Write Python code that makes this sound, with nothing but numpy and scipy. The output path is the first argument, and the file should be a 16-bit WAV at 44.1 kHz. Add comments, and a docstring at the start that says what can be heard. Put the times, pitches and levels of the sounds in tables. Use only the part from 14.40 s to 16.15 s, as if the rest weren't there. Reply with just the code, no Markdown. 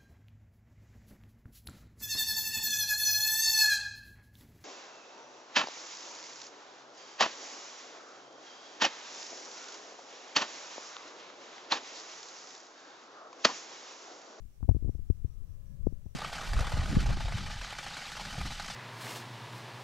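"""Fingers shift on the case of a camera held in a quiet room, nearly all in the left microphone.
Each bump adds a short snap, a knock and a low thump; shaped noise makes the rumble and drag of the hand.
Far below lie hiss (noise), a low hum (steady sines) and a faint thin whine (narrow noise and a wavering tone).
On the right, a narrow band of noise pulses about five times a second as an electronic sizzle."""
import sys
import numpy as np
from scipy import signal
from scipy.fft import rfft, irfft
from scipy.io import wavfile

SR = 44100
rng = np.random.default_rng(int(sys.argv[2]) if len(sys.argv) > 2 else 0)


def unload_audio(sound):
    """Save the sound as a 16-bit wav file, at the path given as the first command line argument."""
    columns = np.transpose(np.atleast_2d(sound))
    # keep every value between -1 and 1, then stretch to whole-number steps
    steps = np.round(np.clip(columns, -1, 1) * 32767)
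    wavfile.write(sys.argv[1], SR, steps.astype(np.int16))


N = 77175

# trembling grip: [t/s, level/dB]
GRIP_LEVEL = [(0, -37.5), (.15, -55), (.24, -39), (.5, -35.5), (.7, -39.5), (.9, -39), (1.08, -39.5),
              (1.22, -41), (1.36, -43), (1.48, -28.5), (1.58, -42.5), (1.75, -45)]
# tone colour of the grip's rumble: [f/Hz, relative level/dB]
RUMBLE_COLOUR = [(10, 6), (25, 4.5), (50, -0.5), (85, -3), (130, -11), (200, -23), (300, -34.5), (450, -45),
                 (800, -54.5), (2000, -80.5)]
# fingers dragging over the case: [t/s, level/dB]
DRAG_LEVEL = [(0, -79.5), (.85, -77), (1.02, -65), (1.25, -67.5), (1.32, -44), (1.5, -54), (1.6, -60.5),
              (1.75, -80)]
# tone colour of the drag: [f/Hz, relative level/dB]
DRAG_COLOUR = [(40, -19.5), (100, -4.5), (150, 0.5), (200, -9), (300, -26), (600, -49.5), (2000, -75)]
# tones of the room hum on the right: [f/Hz, level/dB]
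HUM_TONES = [(48, -72), (99, -69), (400, -84.5), (2800, -99)]
# tone colour of each microphone's hiss: [f/Hz, relative level/dB]
LEFT_HISS_COLOUR = [(20, 7.5), (300, 12), (550, 9), (1000, 2), (2000, 0), (5000, -3), (10000, -3.5),
                    (16000, -2)]
RIGHT_HISS_COLOUR = [(5, 44.5), (20, 32), (50, 30), (72, 23.5), (140, 17), (280, 16.5), (550, 10),
                     (1000, 6), (2000, 1.5), (4500, -0.5), (7000, 2.5), (10000, -2), (16000, -2)]
# bumps on the case: [t/s, thump level/dB, thump f/Hz, knock level/dB, knock f/Hz,
# snap level/dB, snap f/Hz, way (1 = finger lands, -1 = lets go)]
BUMPS = [(.053, -37, 58, -46.5, 163, -78, 800, 1), (.208, -38, 41.9, -49.5, 329, -62, 714, 1),
         (0.2302, -22, 59.7, -26, 163, -37.5, 877, 1), (0.2458, -23.5, 42, -37.5, 194, -56, 700, 1),
         (0.2822, -34, 39.9, -36, 260, -55, 624, 1), (0.2923, -7, 68, -15.5, 173, -21, 597, 1),
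         (0.3128, -12.5, 63.2, -25, 197, -41, 610, 1), (0.3493, -16, 68.6, -25.5, 250, -51, 733, 1),
         (.366, -20.5, 54.6, -25, 226, -52, 776, -1), (0.4263, -25, 47.4, -31.5, 213, -52.5, 564, 1),
         (0.4472, -17.5, 65.3, -31, 250, -54, 670, 1), (0.4621, -23.5, 34.3, -32, 233, -63, 674, 1),
         (0.4782, -46.5, 70, -32, 226, -52, 738, -1), (0.4859, -22, 44.9, -23.5, 99, -50.5, 490, 1),
         (.494, -17, 59.7, -23.5, 226, -43.5, 610, 1), (0.5517, -24.5, 52.7, -36, 224, -49.5, 517, -1),
         (0.5934, -27, 67.5, -40.5, 251, -63, 647, 1), (.7021, -11, 62.7, -18, 232, -47, 1020, 1),
         (0.8476, -17, 62, -28.5, 225, -54.5, 680, 1), (1.022, -36, 50, -49.5, 240, -80, 800, 1),
         (1.106, -32, 53, -55, 257, -84, 800, 1), (1.406, -27, 55.3, -57, 170, -78, 780, 1),
         (1.4705, -18.5, 59.4, -12.5, 285, -34.5, 750, -1), (1.5259, -27.5, 49, -33, 220, -56, 700, -1),
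         (1.6593, -39, 60, -40.5, 198, -59.5, 543, 1), (1.6644, -31, 69, -34.5, 161, -47, 590, 1)]
# ringing tones of the tick: [f/Hz, level/dB, time to die by 60 dB/s]
TICK_MODES = [(680, -27.5, 0.012), (1630, -43, 0.0066), (6000, -45.5, 0.0053), (11900, -47.5, 0.0041)]
# fuzzy bands of the whine on the right: [f/Hz, width/Hz, level at loudest/dB, loudest t/s, spread/s]
WHINE_BANDS = [(595, 70, -76, 0.43, 0.065), (505, 50, -76, 1.2, 0.28), (275, 100, -75, 1.1, 0.18),
               (1067, 81, -81, 1.23, 0.26), (1250, 38, -85, .98, .16), (1684, 18, -87, 1.38, .3)]
# clear tone inside the whine, on the right: [t/s, level/dB]
CORE_LEVEL = [(0, -110), (1.05, -89), (1.22, -76), (1.36, -76.5), (1.5, -71), (1.62, -79), (1.75, -81)]

BLEED_DB = -48.5  # how much of the handling reaches the right microphone
HUM_LEFT_DB, WHINE_LEFT_DB = -9.5, -14.5  # left level compared with the right
LEFT_HISS_DB, RIGHT_HISS_DB = -72, -62
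SIZZLE_HZ, SIZZLE_WIDTH_HZ, SIZZLE_DB = 5730, 210, -80.5
SIZZLE_FIRST_S, SIZZLE_PERIOD_S = 0.14, 0.1935  # middle of a pulse, time between pulses
SIZZLE_EDGE = 5.3  # higher = more sudden on and off
THUMP_FOCUS, KNOCK_FOCUS, SNAP_FOCUS = 2.87, 4.85, 8.6  # higher = narrower band, more swings
THUMP_LAG_CYCLES = 0.24  # the case gives way just after the contact
SNAP_LEAD_S = 0.0004  # the snap of first touch comes just before the knock
RING_HZ, RING_DB, RING_T60_S = 81.6, -11.5, 0.09  # swing of the held case; level compared with its thump
TICK_RISE_CYCLES = 0.94  # each tick tone builds up over about this many swings
CORE_HZ, CORE_WAVER_HZ, WAVER_RATE_HZ = 561, 6, 12  # pitch, typical wander, how fast it wanders
EDGE_HZ = 15800  # top of the recorder's range

T = np.arange(N) / SR
FREQS = np.fft.rfftfreq(N, 1 / SR)


def amp(db):
    """Turn decibels into a gain."""
    return 10 ** (np.asarray(db) / 20)


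def level(points):
    """Draw a gain over time through (t/s, level/dB) points."""
    times, db = np.transpose(points)
    return amp(np.interp(T, times, db))


def noise(gain):
    """Shape noise with a gain at each frequency, then scale it to an rms of 1."""
    white = rng.standard_normal(N)
    shaped = irfft(rfft(white) * gain, N)
    return shaped / shaped.std()


def coloured(points):
    """Make noise whose tone colour follows (f/Hz, relative level/dB) points."""
    hz, db = np.transpose(points)
    # even steps of pitch rather than of Hz; the 1 avoids log(0)
    return noise(amp(np.interp(np.log(FREQS + 1), np.log(hz + 1), db)))


def band(hz, width_hz):
    """Make noise around one resonance; its gain halves 0.95 widths from the centre."""
    distance = (FREQS - hz) / (0.95 * width_hz)
    return noise(1 / (1 + distance ** 2))


def pulse(t, hz, focus):
    """Make a short pulse centred on hz: its real part is a peak, its imaginary part a push and rebound."""
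    return (1 - 2j * np.pi * hz * t / focus) ** -(focus + 1)


def mode(t, hz, t60, rise_s):
    """Ring like a struck object: a sine starts softly at t = 0 and dies by 60 dB in t60 seconds."""
    t = np.maximum(t, 0)
    rise = 1 - np.exp(-(t / rise_s) ** 2)
    decay = np.exp(-np.log(1000) * t / t60)
    return rise * decay * np.sin(2 * np.pi * hz * t)


def grip():
    """The trembling hand shakes the case, heard as low noise with a changing level."""
    return level(GRIP_LEVEL) * coloured(RUMBLE_COLOUR)


def drag():
    """Fingers rub over the case, heard as dull noise that swells and fades."""
    return level(DRAG_LEVEL) * coloured(DRAG_COLOUR)


def hum():
    """Steady faint sines of the room, each starting at a random point in its swing."""
    right = np.zeros(N)
    for hz, db in HUM_TONES:
        # sqrt(2) gives the sine an rms of 1
        right += amp(db) * np.sqrt(2) * np.sin(2 * np.pi * (hz * T + rng.random()))
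    return np.array([amp(HUM_LEFT_DB) * right, right])


def hiss():
    """Each microphone has its own steady noise, unrelated to the other's."""
    left = amp(LEFT_HISS_DB) * coloured(LEFT_HISS_COLOUR)
    right = amp(RIGHT_HISS_DB) * coloured(RIGHT_HISS_COLOUR)
    return np.array([left, right])


def sizzle():
    """A narrow band of noise is switched on and off by a squared-off cosine, on the right only."""
    cycle = np.cos(2 * np.pi * (T - SIZZLE_FIRST_S) / SIZZLE_PERIOD_S)
    gate = (1 + np.tanh(SIZZLE_EDGE * cycle)) / 2
    right = amp(SIZZLE_DB) * gate * band(SIZZLE_HZ, SIZZLE_WIDTH_HZ)
    return np.array([np.zeros(N), right])


def bumps():
    """Each bump is a snap of contact, a dull knock, and a slower push and rebound that leaves the case swinging."""
    out = np.zeros(N)
    for s, thump_db, thump_hz, knock_db, knock_hz, snap_db, snap_hz, way in BUMPS:
        t = T - s
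        snap = amp(snap_db) * pulse(t + SNAP_LEAD_S, snap_hz, SNAP_FOCUS).imag
        knock = amp(knock_db) * pulse(t, knock_hz, KNOCK_FOCUS).real
        late = t - THUMP_LAG_CYCLES / thump_hz
        push = pulse(late, thump_hz, THUMP_FOCUS).imag
        swing = amp(RING_DB) * mode(late, RING_HZ, RING_T60_S, 0.5 / RING_HZ)
        thump = amp(thump_db) * (push + swing)
        # letting go flips the snap and knock, but not the thump
        out += np.sign(way) * (snap + knock) - thump
    return out


def tick():
    """The bump with the loudest thump makes the case tick in a few quickly dying tones."""
    hardest = max(BUMPS, key=lambda row: row[1])
    t = T - hardest[0] + SNAP_LEAD_S
    return sum(amp(db) * mode(t, hz, t60, TICK_RISE_CYCLES / hz) for hz, db, t60 in TICK_MODES)


def whine():
    """Fuzzy bands of noise swell and fade at their own times, joined by one clear, wavering tone."""
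    right = np.zeros(N)
    for hz, width_hz, db, loudest_s, spread_s in WHINE_BANDS:
        swell = np.exp(-((T - loudest_s) / spread_s) ** 2 / 2)
        right += amp(db) * swell * band(hz, width_hz)
    # slow noise pushes the pitch up and down
    core_hz = CORE_HZ + CORE_WAVER_HZ * band(0, WAVER_RATE_HZ)
    core = np.sqrt(2) * np.sin(2 * np.pi * np.cumsum(core_hz) / SR)
    right += level(CORE_LEVEL) * core
    return np.array([amp(WHINE_LEFT_DB) * right, right])


def scene():
    """Add the handling, mostly on the left, to the faint sounds beneath it."""
    handling = grip() + drag() + bumps() + tick()
    handling_stereo = np.array([handling, amp(BLEED_DB) * handling])
    return handling_stereo + hum() + hiss() + sizzle() + whine()


def record(dry):
    """The recorder's band limit: a low-pass filter removes the highest treble."""
    low_pass = signal.firwin(511, EDGE_HZ, window=("kaiser", 9), fs=SR)
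    return signal.oaconvolve(dry, low_pass[None], "same")


dry = scene()
out = record(dry)
unload_audio(out)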